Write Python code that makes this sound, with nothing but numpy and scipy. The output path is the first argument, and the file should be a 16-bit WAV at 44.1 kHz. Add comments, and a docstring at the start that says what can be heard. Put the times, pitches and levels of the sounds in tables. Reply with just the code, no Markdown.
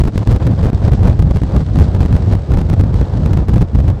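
"""Wind buffets a microphone riding at speed down an open mountain road, just behind a skateboarder.
Large eddies make a lumpy rumble; finer turbulence adds a fluttering rush above it, over a hiss of air
and rolling wheels. The hardest eddies overload the microphone for a few milliseconds, each with a
thump and a double crack."""
import sys
import numpy as np
from scipy import signal
from scipy.fft import rfft, irfft
from scipy.io import wavfile
from scipy.ndimage import uniform_filter1d

SR = 44100
rng = np.random.default_rng(int(sys.argv[2]) if len(sys.argv) > 2 else 0)


def dump(signal):
    """Clip the signal to [-1, 1] and save it as 16-bit WAV at the path in sys.argv[1]."""
    limited = np.clip(np.atleast_2d(signal).T, -1, 1)
    pcm = np.round(limited * 32767).astype(np.int16)
    wavfile.write(sys.argv[1], SR, pcm)


N = 176400
TIME = np.arange(N) / SR

# Tone of each noise layer: (frequency [Hz], relative level [dB])
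HISS_SPECTRUM = [(700, -30), (1500, 3.5), (2500, -3), (3400, -0.5), (4400, -1), (5500, -4.5), (6800, -9),
                 (8200, -10), (9300, -20), (12000, -33), (16000, -48)]
RUSH_SPECTRUM = [(120, -21), (220, 1), (320, 1), (500, 0), (750, -5), (1000, -11), (1500, -18),
                 (2200, -26.5), (4000, -33), (9000, -53)]
RUMBLE_SPECTRUM = [(12, -25), (28, -17), (55, -1), (95, -1.5), (140, -6.5), (220, -15), (350, -26),
                   (1000, -88)]
# Envelope of the air and wheel hiss: (time [s], relative level [dB])
HISS_ENVELOPE = [(0.0, -36.5), (0.03, -65), (0.045, -48.0), (0.115, -56.5), (0.165, -46), (0.249, -53.5),
                 (0.279, -44), (0.384, -54), (0.444, -45.5), (0.484, -55), (0.693, -46.5), (0.718, -66),
                 (0.748, -45.6), (0.773, -54.5), (0.848, -44), (0.908, -55), (0.943, -47), (0.973, -50.5),
                 (1.048, -49.5), (1.332, -54.5), (1.352, -44.5), (1.402, -53.5), (1.447, -51), (1.611, -48),
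                 (1.631, -53), (1.846, -45.5), (1.871, -50), (2.05, -47.5), (2.08, -53), (2.155, -47),
                 (2.19, -51.6), (2.33, -48), (2.38, -54.5), (2.594, -50), (2.634, -54), (2.734, -50.1),
                 (2.774, -58.5), (2.809, -45), (2.824, -54), (2.898, -58), (2.968, -46), (3.078, -54),
                 (3.198, -49.5), (3.412, -52), (3.462, -60.2), (3.492, -49.2), (3.557, -52), (3.612, -48),
                 (3.647, -61), (3.727, -56), (3.746, -51.4), (3.996, -58)]
# Gusts at the microphone: (time [s], relative rumble level [dB], relative rush level [dB])
GUST_ENVELOPES = [(0.0, -6, -25.5), (0.13, -19, -34), (0.17, -16, -36.5), (0.26, -13, -24), (0.28, -8, -26),
                  (0.37, -9, -29.5), (0.39, -30, -35), (0.41, -12, -22), (0.46, -9.5, -30),
                  (0.47, -3.5, -30.5), (0.57, -8, -26.5), (0.65, -14.5, -31), (0.7, -6.5, -19),
                  (0.71, -46, -30), (0.73, -3.5, -29), (0.78, -20, -31.5), (0.83, -10, -25.5),
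                  (0.93, -5, -28), (0.97, -11.5, -29.5), (1.06, -4, -24), (1.17, -15, -31),
                  (1.2, -7.5, -34.5), (1.28, -9, -31), (1.37, -10.5, -30), (1.4, -24, -30),
                  (1.41, -8, -36.5), (1.51, -20, -27), (1.57, -0.5, -22.5), (1.59, -20, -32),
                  (1.61, -1.5, -26), (1.65, -17, -35.5), (1.69, -11, -28), (1.71, -14.5, -34.5),
                  (1.78, -4, -30), (1.89, -12, -29), (2.05, -11.5, -28), (2.07, -9, -24),
                  (2.16, -4.5, -29.5), (2.19, -12.5, -31), (2.32, -9, -27.5), (2.42, -18, -36),
                  (2.47, -24, -32.5), (2.51, -6.5, -29), (2.54, -4.5, -28.5), (2.67, -13.5, -33.5),
                  (2.71, -7, -29), (2.76, -12, -30), (2.8, -4.5, -32.5), (2.85, -10.5, -32.5),
                  (3.03, -10, -27), (3.06, -21.5, -31.5), (3.15, -10, -29.5), (3.39, -5.5, -26.5),
                  (3.46, -13.5, -32), (3.49, -7, -28.5), (3.63, -9, -33.5), (3.69, -26.5, -37.5),
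                  (3.74, -8, -34), (3.92, -9.5, -31), (4.0, -22.5, -35.5)]
# Brief lulls in the buffeting: (time [s], half length [s], depth [dB])
WIND_LULLS = [(0.037, 0.012, 32), (0.113, 0.011, 9), (0.25, 0.0095, 19), (0.387, 0.0043, 7),
              (0.558, 0.015, 9), (0.711, 0.0096, 13.5), (0.904, 0.004, 14.5), (0.965, 0.0076, 11.5),
              (1.328, 0.0051, 17), (1.408, 0.0079, 10.5), (1.649, 0.014, 8), (2.075, 0.015, 9.5),
              (2.761, 0.0081, 8), (3.352, 0.024, 4), (3.458, 0.01, 8)]
# High shelf on the rumble: (time [s], gain above SHELF_HZ [dB])
RUMBLE_SHELF = [(0, 5), (.6, -0.5), (1.2, 1), (2, 0), (3, -1), (3.5, -2), (4, -5)]
# Eddies that overload the microphone: (time [s], time pinned [s], relative crack level [dB])
OVERLOAD_HITS = [(0.0076, 0.001, -36), (0.0155, 0.003, -38), (0.0373, 0.0028, -37), (0.0527, 0.0021, -40),
                 (0.0746, 0.0023, -40), (0.0777, 0.0037, -39), (0.0836, 0.0005, -44), (0.1583, 0.0005, -44),
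                 (0.1784, 0.0019, -30), (0.2736, 0.0011, -34), (0.3107, 0.0021, -36), (0.3171, 0.0023, -36),
                 (0.3257, 0.0017, -38), (0.3614, 0.0024, -37), (0.4676, 0.0022, -35), (0.474, 0.0005, -39),
                 (0.6302, 0.0019, -40), (0.6377, 0.0024, -39), (0.6469, 0.0025, -38), (0.6567, 0.0005, -42),
                 (0.6674, 0.002, -40), (0.7004, 0.0008, -41), (0.7317, 0.0005, -44), (0.8801, 0.0019, -36),
                 (0.9186, 0.0025, -37), (0.9338, 0.0025, -35), (1.0317, 0.0025, -38), (1.0538, 0.002, -37),
                 (1.073, 0.0012, -37), (1.0775, 0.0029, -37), (1.0831, 0.0005, -40), (1.0967, 0.0014, -39),
                 (1.1926, 0.0025, -37), (1.1992, 0.0011, -38), (1.2236, 0.0024, -37), (1.3107, 0.0009, -39),
                 (1.3598, 0.0025, -38), (1.3699, 0.0018, -36), (1.4182, 0.0005, -43), (1.435, 0.001, -39),
                 (1.5639, 0.0018, -35), (1.7584, 0.0011, -38), (1.7878, 0.0018, -35), (1.7983, 0.0012, -36),
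                 (1.8043, 0.0048, -37), (1.8115, 0.0005, -41), (1.8174, 0.0024, -36), (1.8237, 0.0026, -37),
                 (1.9482, 0.0023, -37), (2.0058, 0.0012, -37), (2.011, 0.0012, -38), (2.0297, 0.0016, -37),
                 (2.0524, 0.0005, -42), (2.0602, 0.001, -38), (2.1271, 0.0012, -38), (2.1533, 0.0005, -43),
                 (2.1649, 0.002, -38), (2.3258, 0.0022, -38), (2.3323, 0.0028, -38), (2.3523, 0.001, -40),
                 (2.5191, 0.0008, -39), (2.5365, 0.0023, -37), (2.5427, 0.0024, -42), (2.5723, 0.0023, -37),
                 (2.5859, 0.0012, -41), (2.5906, 0.0022, -40), (2.6141, 0.0025, -38), (2.6985, 0.0028, -35),
                 (2.7314, 0.0005, -41), (2.7373, 0.0015, -39), (2.7961, 0.0019, -39), (2.8024, 0.0005, -43),
                 (2.8097, 0.0024, -36), (2.8378, 0.0005, -42), (2.9426, 0.0009, -39), (3.0137, 0.0005, -39),
                 (3.261, 0.0008, -35), (3.3332, 0.0024, -35), (3.3722, 0.0027, -36), (3.4841, 0.0027, -38),
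                 (3.4924, 0.0025, -38), (3.5354, 0.001, -40), (3.5402, 0.0024, -37), (3.5598, 0.0012, -40),
                 (3.565, 0.0005, -44), (3.5712, 0.0005, -44), (3.581, 0.0008, -42), (3.6108, 0.0012, -39),
                 (3.6167, 0.0023, -37), (3.6215, 0.0031, -38), (3.6271, 0.0005, -42), (3.7502, 0.001, -39),
                 (3.7561, 0.0008, -39), (3.7878, 0.0017, -41), (3.8028, 0.0016, -42), (3.8802, 0.003, -38),
                 (3.8872, 0.002, -44), (3.9006, 0.0019, -41)]

HISS_TRIM_DB, RUSH_TRIM_DB, CRACK_TRIM_DB, RUMBLE_TRIM_DB = 3.1, 0.87, 21.5, -0.63
SHELF_HZ, LOW_CUT_HZ, CRACK_TOP_HZ, HIGH_CUT_HZ = 130, 28, 6740, 15800
SWELL_S, RELAX_S, SWING_BACK_S = 0.0017, 0.0022, 0.0013  # shape of an overload
TAKEOVER_S, WAKE_S = 0.0074, 0.008  # reach of an overloading eddy, decay of its wake
PINNED_GAIN, RUMBLE_DUCK = 0.35, 0.45  # at an overload: share of hiss and rush left, of rumble lost


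def from_db(db):
    """Decibels to gain."""
    return 10 ** (np.asarray(db) / 20)


def envelopes(rows):
    """One sample-by-sample curve for each column after the time."""
    times, *columns = np.transpose(rows)
    return [np.interp(TIME, times, column) for column in columns]


def unit_rms(x):
    """Scale to rms 1."""
    return x / np.sqrt(np.mean(x ** 2) + 1e-20)


def coloured_noise(spectrum):
    """Noise with the given tone, rms 1."""
    hz, db = np.transpose(spectrum)
    bin_hz = np.maximum(np.arange(N // 2 + 1) * SR / N, 1)
    eq = from_db(np.interp(np.log(bin_hz), np.log(hz), db))
    return unit_rms(irfft(rfft(rng.standard_normal(N)) * eq, N))


def air_flutter(corner_hz, hop=40):
    """Quick puffs of turbulence: a smooth random modulator, rms 1."""
    pole = np.exp(-2 * np.pi * corner_hz * hop / SR)
    white = rng.standard_normal(N // hop + 2002)
    smooth = signal.lfilter([1], [1, -2 * pole, pole * pole], white)[2000:]
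    return np.interp(np.arange(N) / hop, np.arange(len(smooth)), unit_rms(smooth))


def air_and_wheel_hiss(pressure, flutter, wake, flutter_db=2.44, follow_db=1.7, wake_db=-2):
    """Bright bed of air and rolling wheels: lifts with each pressure swell, dips in an overload's wake."""
    level_db, = envelopes(HISS_ENVELOPE)
    puffs = from_db(flutter_db * flutter + follow_db * pressure)
    texture = unit_rms(coloured_noise(HISS_SPECTRUM) * puffs)
    return from_db(level_db + HISS_TRIM_DB + wake_db * wake) * texture


def wind_rush(level_db, pressure, flutter, wake, flutter_db=1.5, follow_db=1, wake_db=4.5):
    """Midrange of fine turbulence: lifts with each pressure swell, flares in an overload's wake."""
    puffs = from_db(flutter_db * flutter + follow_db * pressure)
    texture = unit_rms(coloured_noise(RUSH_SPECTRUM) * puffs)
    return from_db(level_db + RUSH_TRIM_DB + wake_db * wake) * texture


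def overload_envelopes():
    """Controls (0-1) around each overload: microphone pinned, the eddy taking over, its fading wake."""
    pinned, takeover, wake = np.zeros((3, N))
    for start, hold, _ in OVERLOAD_HITS:
        near = slice(max(int((start - 0.02) * SR), 0), int((start + 0.06) * SR))
        age = TIME[near] - start
        pinned[near] = np.maximum(pinned[near], (age > 0) & (age < hold))
        takeover[near] = np.maximum(takeover[near], np.exp(-((age - hold / 2) / TAKEOVER_S) ** 2))
        wake[near] = np.maximum(wake[near], (age > hold) * np.exp(-abs(age - hold) / WAKE_S))
    return pinned, takeover, wake


def overload_cracks():
    """Pressure swells, snaps as the microphone is pinned, snaps again on release and swings back."""
    hits = np.zeros(N)
    polarities = rng.choice([-1, 1], len(OVERLOAD_HITS))
    for (start, hold, crack_db), polarity in zip(OVERLOAD_HITS, polarities):
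        near = slice(max(int((start - 0.02) * SR), 0), int((start + 0.03) * SR))
        age = TIME[near] - start
        swell = np.exp(-abs(age) / SWELL_S)
        entry_snap = (age < 0) * swell
        release_snap = (age > hold) * np.exp(-abs(age - hold) / RELAX_S)
        cracks = from_db(crack_db + CRACK_TRIM_DB) * (entry_snap - release_snap)
        swing_age = np.maximum(age - hold, 0) / SWING_BACK_S
        thump = 0.52 * swell - 0.55 * swing_age * np.exp(1 - swing_age)
        hits[near] += polarity * (thump + cracks)
    pole = np.exp(-2 * np.pi * CRACK_TOP_HZ / SR)  # a gentle low-pass takes the edge off
    return signal.lfilter([1 - pole], [1, -pole], hits + 1e-18)


def lull_dips():
    """The flow leaves the microphone for a moment; returns the dip in dB."""
    return sum(depth_db / (1 + ((TIME - centre) / half) ** 4) for centre, half, depth_db in WIND_LULLS)


def eddy_pressure(window_s=0.044, compression=0.36):
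    """Pressure of the large eddies, darker as the ride goes on, its swings lightly compressed; rms 1."""
    raw = coloured_noise(RUMBLE_SPECTRUM)
    lows = signal.sosfiltfilt(signal.butter(2, SHELF_HZ, fs=SR, output="sos"), raw)
    shelf_db, = envelopes(RUMBLE_SHELF)
    pressure = lows + from_db(shelf_db) * (raw - lows)
    window = int(window_s * SR)
    power = uniform_filter1d(uniform_filter1d(pressure ** 2, window), window // 2)
    return unit_rms(pressure / np.sqrt(power + 1e-9) ** compression)


def wind_rumble(level_db, pressure, takeover):
    """Lumpy low end of the large eddies, ducked where an overloading eddy displaces them."""
    rumble = from_db(level_db + RUMBLE_TRIM_DB) * pressure * (1 - RUMBLE_DUCK * takeover)
    return signal.sosfilt(signal.butter(4, LOW_CUT_HZ, "high", fs=SR, output="sos"), rumble)


def scene():
    """Mono mix: hiss, rush and rumble share the eddies; hiss and rush duck while the mic is pinned."""
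    rumble_db, rush_db = envelopes(GUST_ENVELOPES) - lull_dips()
    pressure = eddy_pressure()
    flutter = air_flutter(corner_hz=53)
    pinned, takeover, wake = overload_envelopes()
    cracks = overload_cracks()
    rush = wind_rush(rush_db, pressure, flutter, wake)
    hiss = air_and_wheel_hiss(pressure, flutter, wake)
    rumble = wind_rumble(rumble_db, pressure, takeover)
    duck = 1 - (1 - PINNED_GAIN) * uniform_filter1d(pinned, size=24)
    return (rumble + (rush + hiss) * duck + cracks)[None]


def record(dry):
    """Soft-clip the peaks at full scale, then cut the extreme top."""
    clipped = dry / (1 + dry ** 12) ** (1 / 12)
    high_cut = signal.firwin(401, HIGH_CUT_HZ, fs=SR, window="blackman")
    return signal.fftconvolve(clipped, high_cut[None], "same")


dry = scene()
out = record(dry)
dump(out)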